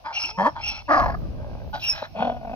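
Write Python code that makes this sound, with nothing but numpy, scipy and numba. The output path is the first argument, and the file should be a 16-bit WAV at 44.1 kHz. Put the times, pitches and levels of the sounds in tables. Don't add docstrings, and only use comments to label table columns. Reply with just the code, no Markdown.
import sys
import numpy as np
from scipy import signal
from scipy.fft import rfft, irfft
from scipy.io import wavfile
from scipy.ndimage import uniform_filter1d
from numba import njit

SR = 44100
rng = np.random.default_rng(int(sys.argv[2]) if len(sys.argv) > 2 else 0)


def boost_factor(decibels):
    exponent = np.asarray(decibels, float) / 20
    return 10 ** exponent


def waveform_to_disk(signal):
    frames = np.transpose(np.atleast_2d(signal))
    scaled = np.clip(frames, -1, 1) * 32767
    samples = np.round(scaled).astype(np.int16)
    wavfile.write(sys.argv[1], SR, samples)


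N = 112455
ABOVE_DB = -16.5


@njit
def svf(x, hz, width):
    y, b, l = np.zeros(len(x)), 0., 0.
    for i in range(len(x)):
        if x[i] != 0:
            g, k = np.tan(np.pi * hz[i] / SR), width / hz[i]
            v = (b + g * (x[i] - l)) / (1 + g * (g + k))
            b, l, y[i] = 2 * v - b, l + 2 * g * v, k * v
    return y


def band(x, hz, width):
    hz = hz * np.ones(N)
    return svf(svf(x, hz, 1. * width), hz, 1. * width)


def unit(x):
    return x / np.sqrt(np.mean(x ** 2))


def walk(rate_hz):
    k = max(int(SR / rate_hz), 1)
    return unit(uniform_filter1d(uniform_filter1d(rng.standard_normal(N), k), k))


def tracks(rows):
    t, rows = np.arange(N) / SR, np.array(rows)
    is_open = (t > rows[0, 0]) & (t <= rows[-1, 0])
    gate = uniform_filter1d(1. * is_open, size=200, mode="nearest")
    return gate, [np.interp(t, rows[:, 0], c) for c in rows.T[1:]]


def brays():
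    # t/s, level/dB, pitch/Hz, mouth resonance f/Hz
    grunt_1 = [
        (.04, -52, 297, 1000),
        (.06, -27.5, 307.7, 941),
        (.135, -41.5, 274.3, 825),
    ]
    haw_1 = [
        (.372, -51.5, 181, 1000),
        (0.384, -23.5, 181.4, 992),
        (0.419, -18.5, 192.2, 797),
        (.443, -23.5, 218.4, 1070),
        (0.474, -14.5, 293.5, 955),
        (.5, -31.5, 312, 993),
    ]
    grunt_2 = [
        (0.553, -47, 297.3, 955),
        (0.564, -30.5, 323.3, 912),
        (0.619, -42.5, 282.3, 817),
    ]
    haw_2 = [
        (.878, -40.5, 289.4, 753),
        (.893, -19.5, 300.9, 1126),
        (0.927, -14, 295.1, 1200),
        (1.001, -17, 280.1, 1111),
        (1.098, -26, 256.7, 826),
        (1.12, -32.5, 261.6, 1010),
        (1.148, -30, 248.8, 1185),
        (1.19, -74, 260, 1156),
    ]
    creak = [
        (1.189, -45, 61.2, 1180),
        (1.3, -52, 62.4, 1157),
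        (1.45, -42, 58.7, 770),
        (1.7, -47.5, 61.54, 737),
    ]
    grunt_3 = [
        (1.73, -40, 293.6, 926),
        (1.748, -26.5, 283, 767),
        (1.8, -48, 274.7, 740),
    ]
    cluck = [
        (2.018, -50.5, 290, 865),
        (2.027, -32.5, 291, 850),
        (2.037, -49.5, 277, 840),
    ]
    haw_3 = [
        (2.136, -52.5, 215.4, 620),
        (2.163, -29.5, 215.2, 596),
        (2.195, -21, 228.9, 808),
        (2.205, -18, 230.6, 760),
        (2.3, -24.5, 254.1, 683),
        (2.412, -42, 226.3, 700),
        (2.55, -28, 243.6, 699),
    ]
    # t/s, level/dB
    gasp_levels = [
        [(.125, -55), (.145, -44), (.31, -46), (.33, -64.5)],
        [(.585, -57), (.67, -42.5), (.81, -47.5), (.825, -50.5)],
        [(1.795, -59.5), (1.84, -49), (1.95, -46.5), (1.995, -42.5), (2.02, -45), (2.058, -42), (2.09, -67.5)],
    ]
    gasps = [[(s, db, 300, 819) for s, db in rows] for rows in gasp_levels]

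    # chest tone/dB, throat/dB, nose/dB, treble/dB, half-pitch share, treble change/dB
    colours = [
        (-21, -13, -11, -22, 0.52, -5.5),
        (-18, -9, -5, -22.5, .5, 6),
        (0.5, -5, -13, -32, 0.56, 0.5),
        (-5, 0.5, -7, -36, 0.39, 0.5),
        (3, 2, -12.5, -29, .07, -4.5),
        (-41, 9, -7.5, -29.5, -0.9, 3.5),
        (-29, -7, -6, -0.5, 0, -7),
        (-29, 1.5, -3.5, 7, 0, -24),
    ]
    ragged = [(.15, .75, 0, .3), (.2, .8, 0, .3), (.3, .55, .1, .2), (.4, .8, 0, .9), (.7, .4, .45, .9),
              (.9, .9, .2, .1), (1, 1, .3, .3), (1, 1, .2, .2)]
    throat_hz = [710, 608, 620, 700, 638.4, 585, 620, 647]
    nose_hz = [1477, 1467, 1750, 1685, 1477, 1573, 1368, 1505]
    # mouth, throat, nose resonance width/Hz
    widths = [(207.4, 230, 440), (172, 41, 130), (260, 200, 180), (270, 170, 92), (190, 142, 120),
              (260, 200, 150), (173, 47, 290), (166, 120, 660)]
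    # f/Hz, width/Hz, level/dB
    upper = [
        [(2354, 390, -2.5), (3270, 410, -5), (4200, 440, -8.5), (4930, 320, -8.5), (5800, 510, -18.5)],
        [(2500, 295, -1), (3160, 730, -5.5), (4010, 410, -2.5), (4680, 270, -8.5), (5840, 1700, -13.5)],
        [(2105, 230, 2.5), (3180, 120, 4.5), (4400, 230, -7), (4800, 290, -7.5), (9000, 15000, -12.5)],
        [(1870, 150, 17), (3250, 220, -17), (4216, 350, -2.5), (4850, 550, -3.5), (5740, 1000, -8)],
        [(2550, 350, 6), (2940, 58, 4.5), (3330, 410, 1.5), (4330, 400, -10), (5600, 360, -8)],
    ]
    breath_in, breath_out = upper[:2], upper[2:]
    by_kind = breath_in + breath_out + upper[-1:] + breath_in
    kinds = zip(colours, ragged, throat_hz, nose_hz, widths, by_kind)
    calls = [[grunt_1, grunt_2], [grunt_3], [haw_1], [haw_2], [haw_3, cluck], [creak], gasps[:2], gasps[2:]]
    return sum(voice(rows, *kind) for group, kind in zip(calls, kinds) for rows in group)


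def voice(rows, colour, ragged, throat_hz, nose_hz, widths, upper):
    gate, (db, hz, mouth_hz) = tracks(rows)
    chest_db, throat_db, nose_db, treble_db, half, change_db = colour
    mouth_width, throat_width, nose_width = widths
    along = np.cumsum(gate) / np.sum(gate)
    rough = ragged[0] + (ragged[1] - ragged[0]) * along
    depth = ragged[2] + (ragged[3] - ragged[2]) * along

    phase = np.cumsum(hz * (1 + .12 * rough * walk(150))) / SR
    cycle = phase.astype(int)
    size = boost_factor(4 * rough * rng.standard_normal(N // 20)[cycle]) * (1 - half * (cycle % 2))
    clicks = np.diff(cycle, prepend=0) * size * np.sqrt(SR / hz)
    puffs = .5 + 1.2 * np.exp(-(phase % 1) / .3)
    air = rng.standard_normal(N) * puffs * (gate > 0)
    source = (np.sqrt(1 - rough ** 2) * clicks + rough * air + 1e-9) * (gate > 0)

    low = band(source, mouth_hz, mouth_width) + boost_factor(throat_db) * band(source, throat_hz, throat_width)
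    scale = 1 / np.sqrt(np.sum(gate * low ** 2) / np.sum(gate))
    high = np.zeros(N)
    for k, (f, width, gain_db) in enumerate(upper):
        patchy = boost_factor(gain_db + 3 * walk(8.4) + change_db * along)
        high += (-1) ** k * patchy * band(.5 * source + air, f, width)
    nose = band(source, nose_hz, nose_width) * boost_factor(nose_db + 2 * walk(31))
    nose = nose + boost_factor(nose_db - 20 + 2.5 * walk(60)) * band(source, nose_hz, 1396)
    chest_level = boost_factor(chest_db + 4.8 * rough * walk(90)) * (1 - rough) ** 1.92
    chest = chest_level * np.sqrt(2) * np.sin(2 * np.pi * phase)

    flap, flap_db = flaps(gate)
    flap_opening = np.sin(np.pi * flap ** 0.6) ** 2 * boost_factor(flap_db)
    flutter = 1 - depth + depth * 1.33 * flap_opening
    throat = (low - nose) * flutter + boost_factor(treble_db) * high * flutter ** 0.64
    return gate * boost_factor(db) * (scale * throat + chest * np.sqrt(flutter))


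def flaps(gate):
    # t/s, strength/dB
    flap_times = [(0.999, -5.5), (1.016, -8), (1.036, -6.5), (1.057, 4), (1.078, -0.5), (1.097, 4.5),
                  (1.116, 2.5), (1.138, 0), (1.167, 5), (1.188, 0), (2.148, -2.5), (2.184, -9), (2.203, 0),
                  (2.217, 1.5), (2.242, -1.5), (2.269, 1.5), (2.291, 0), (2.314, -5), (2.338, -11.5),
                  (2.361, 0), (2.39, -5.5), (2.408, 1), (2.428, 2), (2.444, 5.5), (2.47, 2.5), (2.492, 0.5),
                  (2.511, -4.5), (2.529, -3.5), (2.552, 0)]
    t, (s, db) = np.arange(N) / SR, np.array(flap_times).T
    count = np.interp(t, s, np.arange(len(s)))
    k = np.minimum(count.astype(int), len(s) - 2)
    listed = (t > s[0]) & (s[k + 1] - s[k] < .05)
    flutter_hz = 45 * (1 + 0.073 * walk(28))
    free = np.cumsum((gate > .5) * flutter_hz) / SR % 1
    return np.where(listed, count % 1, free), np.where(listed, db[k], 5.0 * walk(36))


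def whistles():
    # t/s, high tone f/Hz, high tone level/dB, low tone f/Hz, low tone level/dB
    hees = [
        [(.128, 5500, -50.5, 2750, -52), (.168, 5680, -41.5, 2755, -29), (.215, 5350, -31.5, 2700, -39.5),
         (.25, 5510, -39, 2740, -30), (.3, 5330, -40, 2600, -44.5), (.33, 5430, -53, 2600, -54.5),
         (.55, 5410, -69, 2600, -73)],
        [(.61, 5260, -53, 2700, -67.5), (.638, 5410, -41, 2715, -32.5), (.675, 5530, -34.5, 2700, -30),
         (.72, 5400, -40.5, 2600, -40), (.8, 5450, -54, 2650, -45.5), (.83, 5400, -66, 2650, -72),
         (.88, 5400, -65, 2650, -51.5)],
        [(1.805, 5250, -51, 2600, -58), (1.835, 5405, -36, 2740, -29), (1.86, 5510, -34, 2770, -32.5),
         (1.9, 5420, -18.5, 2670, -31.5), (1.93, 5337, -28.5, 2520, -44.5), (1.945, 5400, -41.5, 2500, -45.5),
         (2.07, 5385, -67, 2600, -65.5), (2.15, 5430, -65.5, 2600, -71.5)],
    ]
    rasps = [(.35, .65), (.35, .65), (.35, .12)]
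    sums_db = [19, 13, -14]
    return sum(hee(*call) for call in zip(hees, rasps, sums_db))


def hee(rows, rasp, sum_db):
    rasp_hz, octave_db = 375, 24.5
    gate, (hz2, db2, hz1, db1) = tracks(rows)
    tones = []
    for hz, db, share in ((hz1, db1, rasp[0]), (hz2, db2, rasp[1])):
        turn = np.exp(2j * np.pi * np.cumsum(hz * (1 + 0.0024 * walk(100))) / SR)
        buzz = np.exp(-2j * np.pi * np.cumsum(rasp_hz * (1 + .12 * walk(60))) / SR)
        shake = (walk(600) + 1j * walk(600)) * 1.47 + 0.42 * buzz
        broken = turn * (np.sqrt(1 - share ** 2) + share * shake)
        tones.append(boost_factor(db + 4.8 * share * walk(70)) * broken)
    low, high = tones
    octave = boost_factor(octave_db) * high ** 2 / (1 + 30 * abs(high))
    sums = boost_factor(sum_db) * low * high + octave
    return gate * np.sqrt(2) * (low + high + sums).real


def moan():
    # t/s, pitch/Hz, level/dB, second partial level/dB
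    glide = [
        (.24, 270, -48, -78.5),
        (.31, 422.4, -56, -54.5),
        (.375, 469, -54.5, -37.5),
    ]
    gate, (hz, db1, db2) = tracks(glide)
    phase = 2 * np.pi * np.cumsum(hz) / SR
    return gate * (boost_factor(db1) * np.sin(phase) + boost_factor(db2) * np.sin(2 * phase))


def at_ports(donkey):
    # f/Hz, phase by which left leads/rad, left minus right level/dB
    port_response = [(250, -0.53, 0), (700, -0.75, 3), (1390, 2, -1.5), (2620, 1.96, 2), (4400, 1.5, 0.5),
                     (5400, 1.54, -2), (11000, 2, -1)]
    echo_db, echo_t60_s = -18.5, 0.15
    hz, lead, pan_db = np.array(port_response).T
    f = np.arange(N // 2 + 1) * SR / N
    t = np.arange(SR // 2) / SR
    ears = []
    for side in (.5, -.5):
        level = boost_factor(side * np.interp(f, hz, pan_db))
        port = level * np.exp(1j * side * np.interp(f, hz, lead))
        bushes = rng.standard_normal(len(t)) * boost_factor(-60 * t / echo_t60_s) * (t > .008)
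        echo = signal.fftconvolve(donkey, bushes / np.sqrt(np.sum(bushes ** 2)))[:N]
        ears.append(irfft(rfft(donkey) * port, N) + boost_factor(echo_db) * echo)
    return np.array(ears)


def wind():
    # t/s, level/dB
    gusts = [
        (0, -64),
        (.65, -48),
        (.87, -56),
        (1.02, -33.5),
        (1.7, -44),
        (2.08, -55.5),
        (2.3, -46),
    ]
    # t/s, level/dB
    hisses = [
        (.83, -99),
        (1.0, -63.5),
        (1.2, -72.5),
        (1.4, -95.5),
        (1.6, -80),
        (1.84, -58),
        (2.15, -79.5),
    ]
    # t/s, level/dB
    ticks = [
        (1.84, -43),
        (1.849, -44.5),
    ]
    gust_db, hiss_db = tracks(gusts)[1][0], tracks(hisses)[1][0]
    t = np.arange(N) / SR
    grit = sum(boost_factor(db) * (t > s) * np.exp(-abs(t - s) / 0.0032) for s, db in ticks)
    out = []
    for port_db in (-12, 5):
        puff = boost_factor(gust_db + 7.5 + 1.3 * walk(20))
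        noise = rng.standard_normal(N)
        upper_rumble = boost_factor(-19.5) * unit(band(noise, 110, 160)) * boost_factor(walk(7.5)) ** 5
        rumble = unit(band(noise, 55, 98)) + upper_rumble
        hiss_level = boost_factor(hiss_db + port_db + 2 * walk(200) - ABOVE_DB)
        thin = unit(band(rng.standard_normal(N), 14200, 3800)) * hiss_level
        thin = thin + unit(band(noise, 11000, 7000)) * grit * boost_factor(port_db - ABOVE_DB)
        out.append(puff * rumble + thin)
    return np.array(out)


def scrub():
    # f/Hz, width/Hz, level/dB
    hush_bands = [
        (700, 300, -56),
        (2600, 1200, -65.5),
        (4540, 3800, -63),
        (11700, 18000, -59.5),
    ]
    out = np.zeros((2, N))
    for port in out:
        for hz, width, db in hush_bands:
            port += boost_factor(db + 2 * walk(7.5)) * unit(band(rng.standard_normal(N), hz, width))
    return out


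def scene():
    donkey = brays() + whistles() + moan()
    return at_ports(donkey) + wind() + scrub()


def band_limit(x):
    return signal.sosfilt(signal.butter(12, 15780, fs=SR, output="sos"), x)


def record(dry):
    mic_hz = 5973
    low = signal.sosfilt(signal.cheby2(8, 50, mic_hz * 1.302, fs=SR, output="sos"), dry)
    high = signal.sosfilt(signal.butter(4, 8500, "high", fs=SR, output="sos"), dry)
    return band_limit(low + boost_factor(ABOVE_DB) * high)


dry = scene()
out = record(dry)
waveform_to_disk(out)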